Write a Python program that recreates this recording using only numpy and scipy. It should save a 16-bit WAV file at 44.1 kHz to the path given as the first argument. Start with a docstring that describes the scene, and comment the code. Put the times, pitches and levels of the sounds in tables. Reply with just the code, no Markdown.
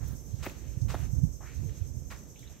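"""A few soft steps on damp sand: each sole scuffs through the grains, two land with a thud, one slides.
The crunch is a sum of many tiny impacts; dry leaves tick underfoot and kicked-up grit patters down.
A mangrove thicket scatters these sounds, and insects hiss steadily in its trees over a distant wash.
Turbulent wind buffets the right microphone port and dies down at the end."""
import sys
import numpy as np
from scipy import signal
from scipy.fft import rfft, irfft
from scipy.io import wavfile
from scipy.ndimage import uniform_filter1d

SR = 44100
rng = np.random.default_rng(int(sys.argv[2]) if len(sys.argv) > 2 else 0)


def wav_record(signal):
    """Record a signal, one row per channel, as 16-bit PCM in the file named by sys.argv[1]."""
    frames = np.transpose(np.atleast_2d(signal))
    bounded = np.clip(frames, -1, 1)
    # unit amplitude maps onto the largest positive 16-bit level
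    quanta = np.round(bounded * 32767).astype(np.int16)
    wavfile.write(sys.argv[1], SR, quanta)


N = 114660


def amp(db):
    """Amplitude ratio of a level in decibels."""
    return 10 ** (np.asarray(db) / 20)


def unit(x):
    """Normalisation to an rms of 1."""
    return x / np.sqrt(np.mean(x ** 2) + 1e-20)


def clock():
    """Time of each sample in seconds."""
    return np.arange(N) / SR


def freqs(size=N):
    """Bin frequencies in Hz, raised by 1 to keep their logarithm finite."""
    return np.fft.rfftfreq(size, 1 / SR) + 1


def contour(points):
    """Linear interpolation of (time, value) rows at each sample."""
    return np.interp(clock(), *np.transpose(points))


def arch(t, length):
    """A rounded envelope from time 0 to length."""
    return np.sqrt(abs(np.sin(np.pi * np.clip(t / length, 0, 1))))


def add(mix, start, sound):
    """Superposition of a sound on the mix from start seconds."""
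    part = mix[:, max(round(start * SR), 0):][:, :sound.shape[1]]
    part += sound[:, :part.shape[1]]


def snippet(x, size):
    """A random stretch of x."""
    return x[:, rng.integers(N - size):][:, :size]


def colour(x, points, tilt_db=0):
    """Spectral shaping by (Hz, dB) rows and a tilt per octave, at unit rms."""
    hz, db = np.transpose(points)
    octave = np.log2(freqs())
    gain = amp(np.interp(octave, np.log2(hz), db) + tilt_db * octave)
    return unit(irfft(rfft(x) * gain, N))


def band(x, hz, width_hz):
    """Steep band-pass filtering, at unit rms."""
    size = x.shape[-1]
    detuning = 2 * (freqs(size) - hz) / width_hz
    return unit(irfft(rfft(x) / (1 + detuning ** 4), size))


def noise():
    """Two independent white noises."""
    return rng.standard_normal((2, N))


def pair(z, coherence):
    """Partial coherence from mixing two independent channels."""
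    coherence = np.clip(coherence, -1, 1)
    return np.array([z[0], coherence * z[0] + np.sqrt(1 - coherence ** 2) * z[1]])


def wander(top_hz):
    """Low-pass noise: a random drift for each channel."""
    return unit(irfft(rfft(noise()) / (1 + (freqs() / top_hz) ** 4), N))


def grains(coherence, per_s=7000, spread_db=4, crossover_hz=4630):
    """Shot noise: random impacts whose coherence between the two ports falls in the treble."""
    strength = amp(spread_db * np.minimum(rng.exponential(1, (2, N)), 4))
    clicks = np.sign(noise()) * strength * (rng.random((2, N)) < per_s / SR)
    return irfft(pair(rfft(clicks), coherence / (1 + (freqs() / crossover_hz) ** 4)), N)


# Spectrum of the wash. Each row: frequency in Hz, relative density in dB.
WASH_SPECTRUM = [(20, -18), (60, -6), (150, 3.5), (300, -2.5), (500, -7), (800, -19), (1400, -26),
                 (2500, -29), (4000, -31.5), (10000, -50), (16000, -58)]
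# Its slow swell. Each row: time in seconds, gain in dB.
WASH_SWELL = [(0, 1.5), (0.7, 1.5), (1.1, -1.5), (1.38, -2), (1.55, 0.5), (2.0, -.5), (2.3, 0.5), (2.6, -3)]
def wash(level_db=-54.5):
    """Far surf and air in the trees arrive as partly coherent noise, strongest in the bass."""
    return amp(level_db + contour(WASH_SWELL)) * colour(pair(noise(), coherence=0.58), WASH_SPECTRUM)


# Spectrum of the insect chorus. Each row: frequency in Hz, relative density in dB.
CHORUS_SPECTRUM = [(3000, -56), (4500, -23), (5100, -10.5), (5600, -3), (6050, -1), (6330, 1), (6600, -0.5),
                   (6800, -6.5), (7600, -4.5), (8600, -12.5), (9600, -26), (11200, -18.5), (12500, -5),
                   (13800, -19), (15800, -21.5)]
# Two nearer insects. Each row: pitch in Hz, bandwidth in Hz, level before modulation in dB.
SINGERS = [(6347, 39, -62), (6220, 27, -72)]
# Swell of all the insects. 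Each row: time in seconds, gain in dB.
CHORUS_SWELL = [(0, 0.5), (.7, -0.7), (1.1, 1.1), (1.6, -0.4), (2.2, -0.5), (2.6, -2)]
# Their balance: left gain in dB, right gain in dB.
CHORUS_SIDES_DB = [-4.5, -3]
def insects(chorus_db=-54.5, throb_hz=9.4, beat_at_s=1.03):
    """Many insects sum incoherently to a shrill hiss; amplitude modulation makes it throb and flicker."""
    chorus = amp(chorus_db) * colour(pair(noise(), coherence=0.035), CHORUS_SPECTRUM)
    singers = sum(amp(db) * band(noise(), hz, width) for hz, width, db in SINGERS)
    throb_db = 1.8 * np.cos(2 * np.pi * throb_hz * (clock() - beat_at_s))
    flicker_db = wander(top_hz=29.8)
    envelope = amp(contour(CHORUS_SWELL) + throb_db + flicker_db)
    return (chorus + singers) * envelope * amp(CHORUS_SIDES_DB)[:, None]


# Spectrum of the buffeting. Each row: frequency in Hz, relative density in dB.
BUFFET_SPECTRUM = [(12, -41), (24, -17), (32, -23), (45, -2), (65, 2), (100, -3.5), (145, -6.5),
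                   (190, -20.5), (260, -21.5), (400, -36.5), (800, -48), (2000, -65)]
# Strength of the wind. Each row: time in seconds, relative level in dB.
GUSTS = [(0, -38.5), (0.15, -37.5), (0.19, -47.5), (0.41, -41.5), (0.53, -49.5), (0.65, -43.5), (0.75, -43),
         (0.84, -35.5), (0.89, -35), (1.06, -36.5), (1.17, -34), (1.269, -32), (1.33, -45), (1.49, -46),
         (1.6, -34.5), (1.68, -37.5), (1.75, -42.5), (1.98, -41.5), (2.11, -45), (2.23, -51.5), (2.4, -56),
         (2.47, -46.5), (2.6, -60.5)]
# Single eddies on the right port. Each row: time in seconds, envelope peak in dB, frequency in Hz.
EDDIES = [(0.135, -29, 201), (0.344, -20.5, 108), (0.693, -25, 67), (0.776, -20.5, 115),
          (0.832, -19.5, 94.3), (0.853, -18, 89), (1.048, -19, 83.6), (1.137, -18, 132), (1.226, -20, 98),
          (1.239, -9, 129), (1.250, -21, 185), (1.661, -22.5, 120), (1.821, -18.5, 81.4), (1.975, -25, 87)]
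def wind(gain_db=6, flutter_db=2, eddy_cycles=0.68, leeward_db=-23.5):
    """Turbulence makes the pressure fluctuate at the ports; the left one lies in the lee."""
    rumble = colour(noise(), BUFFET_SPECTRUM)
    # Even out the noise so that the gusts and flutter set its level.
    rumble /= np.sqrt(uniform_filter1d(rumble ** 2, size=3000, axis=1) + 1e-6)
    rumble *= amp(gain_db + contour(GUSTS) + flutter_db * wander(top_hz=23.5))
    for at, peak_db, hz in EDDIES:
        cycles = (clock() - at) * hz
        envelope = amp(peak_db) * np.exp(-(cycles / eddy_cycles) ** 2)
        rumble[1] += envelope * np.sin(2 * np.pi * (cycles + rng.random()))
    return rumble * amp([[leeward_db], [0]])


def thicket(x, level_db=-10, t60=0.55):
    """Diffuse scattering from roots and trunks gives x a short, exponentially decaying tail."""
    tail = noise() * amp(-60 * clock() / t60)
    tail /= np.linalg.norm(tail[0])
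    return amp(level_db) * signal.fftconvolve(x, tail, axes=1)[:, :N]


# Showers of grit. Each row: start in seconds, length in seconds, level in dB.
GRIT_SHOWERS = [(0.04, 0.14, -62.5), (.15, .2, -68), (.95, .13, -67.5), (2.098, .045, -64)]
def grit():
    """Fine grains kicked up by a sole fall back as sparse, bright shot noise."""
    patter = band(grains(coherence=0.87, per_s=900), hz=12600, width_hz=6800)
    return patter * sum(amp(db) * arch(clock() - start, length) for start, length, db in GRIT_SHOWERS)


# Ticks of leaves and twigs. Each row: start in seconds, level in dB, centre in Hz,
# bandwidth in Hz, 60 dB decay time in seconds.
LEAF_TICKS = [(0.079, -50, 14500, 3400, 0.063), (0.123, -57, 13200, 6000, .03),
              (0.453, -37.5, 14600, 4000, .011), (0.4635, -42, 15100, 2500, 0.018),
              (0.496, -42, 11800, 1800, 0.0075), (0.497, -47.5, 3080, 3000, 0.027),
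              (0.815, -51.5, 6000, 3400, 0.068), (0.991, -47, 12000, 2500, 0.011),
              (1.017, -46, 1320, 1600, 0.011), (1.406, -52, 830, 706, 0.12),
              (1.694, -54.5, 2340, 2000, 0.023), (1.662, -42.5, 448, 60, 0.14),
              (2.358, -59, 2700, 1200, 0.076), (2.394, -44.5, 8500, 12000, 0.0089),
              (2.393, -52.5, 4260, 500, 0.031), (2.429, -55.5, 2120, 600, 0.085),
              (2.474, -49, 3870, 452, 0.032)]
# Rustles of leaves and shifting feet. Each row: start in seconds, length in seconds, level in dB,
# centre in Hz, bandwidth in Hz.
RUSTLES = [(0, 0.065, -57, 700, 2680), (0.055, 0.11, -62, 890, 2210), (0, 0.17, -68, 3860, 2650),
           (0.278, 0.33, -68, 3800, 2500), (0.382, 0.1, -61.5, 1510, 2520), (0.455, 0.019, -42, 2000, 1420),
           (2.105, 0.033, -48, 1600, 1550), (2.138, .035, -59.5, 1780, 1300),
           (0.501, 0.33, -67, 2300, 2070), (0.498, 0.34, -73.5, 4200, 1440), (0.955, 0.12, -56, 1550, 3580),
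           (0.952, 0.13, -61.5, 5760, 9000), (1.441, 0.21, -69.5, 4150, 1430),
           (1.629, 0.26, -66, 2850, 4040), (2.34, 0.15, -66.5, 3400, 1230), (2.41, 0.2, -65.5, 2120, 4220),
           (2.495, 0.042, -62, 740, 260)]
def litter():
    """Dry leaves emit band-limited bursts; a tick's rise time is the reciprocal of its bandwidth."""
    out = np.zeros((2, N))
    snaps, crackle = pair(noise(), coherence=0.35), grains(coherence=0.56)
    t = clock()[:16384]
    for start, db, hz, width, t60 in LEAF_TICKS:
        envelope = np.minimum(t * width, 1) * amp(db - 60 * t / t60)
        add(out, start, envelope * band(snippet(snaps, len(t)), hz, width))
    for start, length, db, hz, width in RUSTLES:
        add(out, start, amp(db) * arch(t, length) * band(snippet(crackle, len(t)), hz, width))
    return out


# Course of the sliding sole. Each row: time in seconds, level in dB, centre in Hz.
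SLIDE_PATH = [(1.402, -77, 800), (1.412, -57, 830), (1.44, -56.5, 1240), (1.475, -56, 1900),
              (1.51, -58.5, 2100), (1.56, -66.5, 2140), (1.66, -81, 2300)]
def slide(width_hz=1280):
    """Friction of grains under a sliding sole excites a rising resonance."""
    times, db, hz = np.transpose(SLIDE_PATH)
    carrier = np.exp(2j * np.pi * np.cumsum(np.interp(clock(), times, hz)) / SR)
    # Shifting down, low-passing and shifting back makes a moving band-pass.
    lowpass = signal.butter(2, width_hz / 2, fs=SR)
    swish = carrier * signal.lfilter(*lowpass, grains(coherence=0.87) / carrier)
    return unit(swish.real) * np.interp(clock(), times, amp(db), left=0, right=0)


# Spectrum of sand being packed. Each row: frequency in Hz, relative density in dB.
PACKING_SPECTRUM = [(100, -3), (300, 3.5), (800, -5.5), (1200, -14.5), (1900, -14.5), (2600, -25),
                    (3300, -19.5), (5000, -33), (16000, -30)]
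# Impacts within the two landings. Each row: time in seconds, relative knock level in dB,
# knock pitch in Hz, relative crunch level in dB, crunch rise time constant in seconds.
IMPACTS = [(0.465, -23.5, 1780, -39.5, 0.0047), (0.4666, -26.5, 453, -43.5, 0.0015),
           (0.4716, -27.5, 330, -42, 0.0021), (0.9445, -22.5, 716, -38.3, 0.0046),
           (0.952, -26, 1420, -41.5, .003)]
# Their balance: left gain in dB, right gain in dB.
THUD_SIDES_DB = [2, 4.5]
def thuds(rise_cycles=0.24, decay_cycles=0.79, crunch_fall_s=0.0072):
    """Inelastic impact: a landing foot packs the sand, a heavily damped knock inside a dull crunch."""
    out = np.zeros((2, N))
    crunch = colour(grains(coherence=1.0), PACKING_SPECTRUM)
    t = clock()[:4096] - 0.04  # the crunch builds before the knock at t = 0
    for at, knock_db, hz, crunch_db, rise in IMPACTS:
        cycles = np.maximum(t, 0) * hz
        envelope = np.exp(-cycles / decay_cycles) * (1 - np.exp(-cycles / rise_cycles))
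        knock = envelope * np.sin(2 * np.pi * cycles)
        packing = np.exp(np.minimum(t / rise, -t / crunch_fall_s)) * snippet(crunch, len(t))
        add(out, at + t[0], amp(knock_db) * knock + amp(crunch_db) * packing)
    return out * amp(THUD_SIDES_DB)[:, None]


# Spectrum of scuffed sand. Each row: frequency in Hz, relative density in dB.
SAND_SPECTRUM = [(150, -29), (400, 5), (650, 2), (1000, 4.5), (2100, 1), (3000, -2.5), (4500, -4),
                 (7500, -5), (9700, -16), (12500, -13.5), (15000, -13)]
# Scuffs of the soles. Each row: start in seconds, rise in seconds, 60 dB decay time in seconds,
# level in dB, tilt in dB per octave, left minus right level in dB.
SCUFFS = [(0.423, 0.013, 0.24, -43, .5, -1), (0.880, 0.025, 0.19, -43, 0, 0),
          (2.099, 0.015, 0.19, -47, .1, -1.5)]
def scuffs(settle_db=-18.5, settle_t60=1, judder_db=0.5):
    """Granular friction: a sole crunches in unevenly, then sand keeps trickling under the weight."""
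    out, sand = np.zeros((2, N)), grains(coherence=0.87)
    t = clock()[:SR]
    for start, rise, t60, db, tilt_db, pan_db in SCUFFS:
        since_peak = np.maximum(t - rise, 0)
        crunch = amp(-60 * since_peak / t60)
        settling = amp(settle_db - 60 * since_peak / settle_t60)
        envelope = np.minimum(t / rise, 1) * (crunch + settling)
        sides = amp([[db + pan_db / 2], [db - pan_db / 2]])
        add(out, start, sides * envelope * colour(sand, SAND_SPECTRUM, tilt_db)[:, :SR])
    return out * amp(-judder_db * wander(top_hz=122)[0])


def scene():
    """Superposition of the steps, their scattered sound, insects, wash and wind."""
    steps = scuffs() + thuds() + slide() + litter() + grit()
    return steps + thicket(steps) + insects() + wash() + wind()


def record(dry):
    """Band limiting: a linear-phase low-pass filter removes the highest treble."""
    taps = signal.firwin(511, cutoff=15780, window=("kaiser", 9), fs=SR)
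    return signal.oaconvolve(dry, taps[None], "same")


dry = scene()
out = record(dry)
wav_record(out)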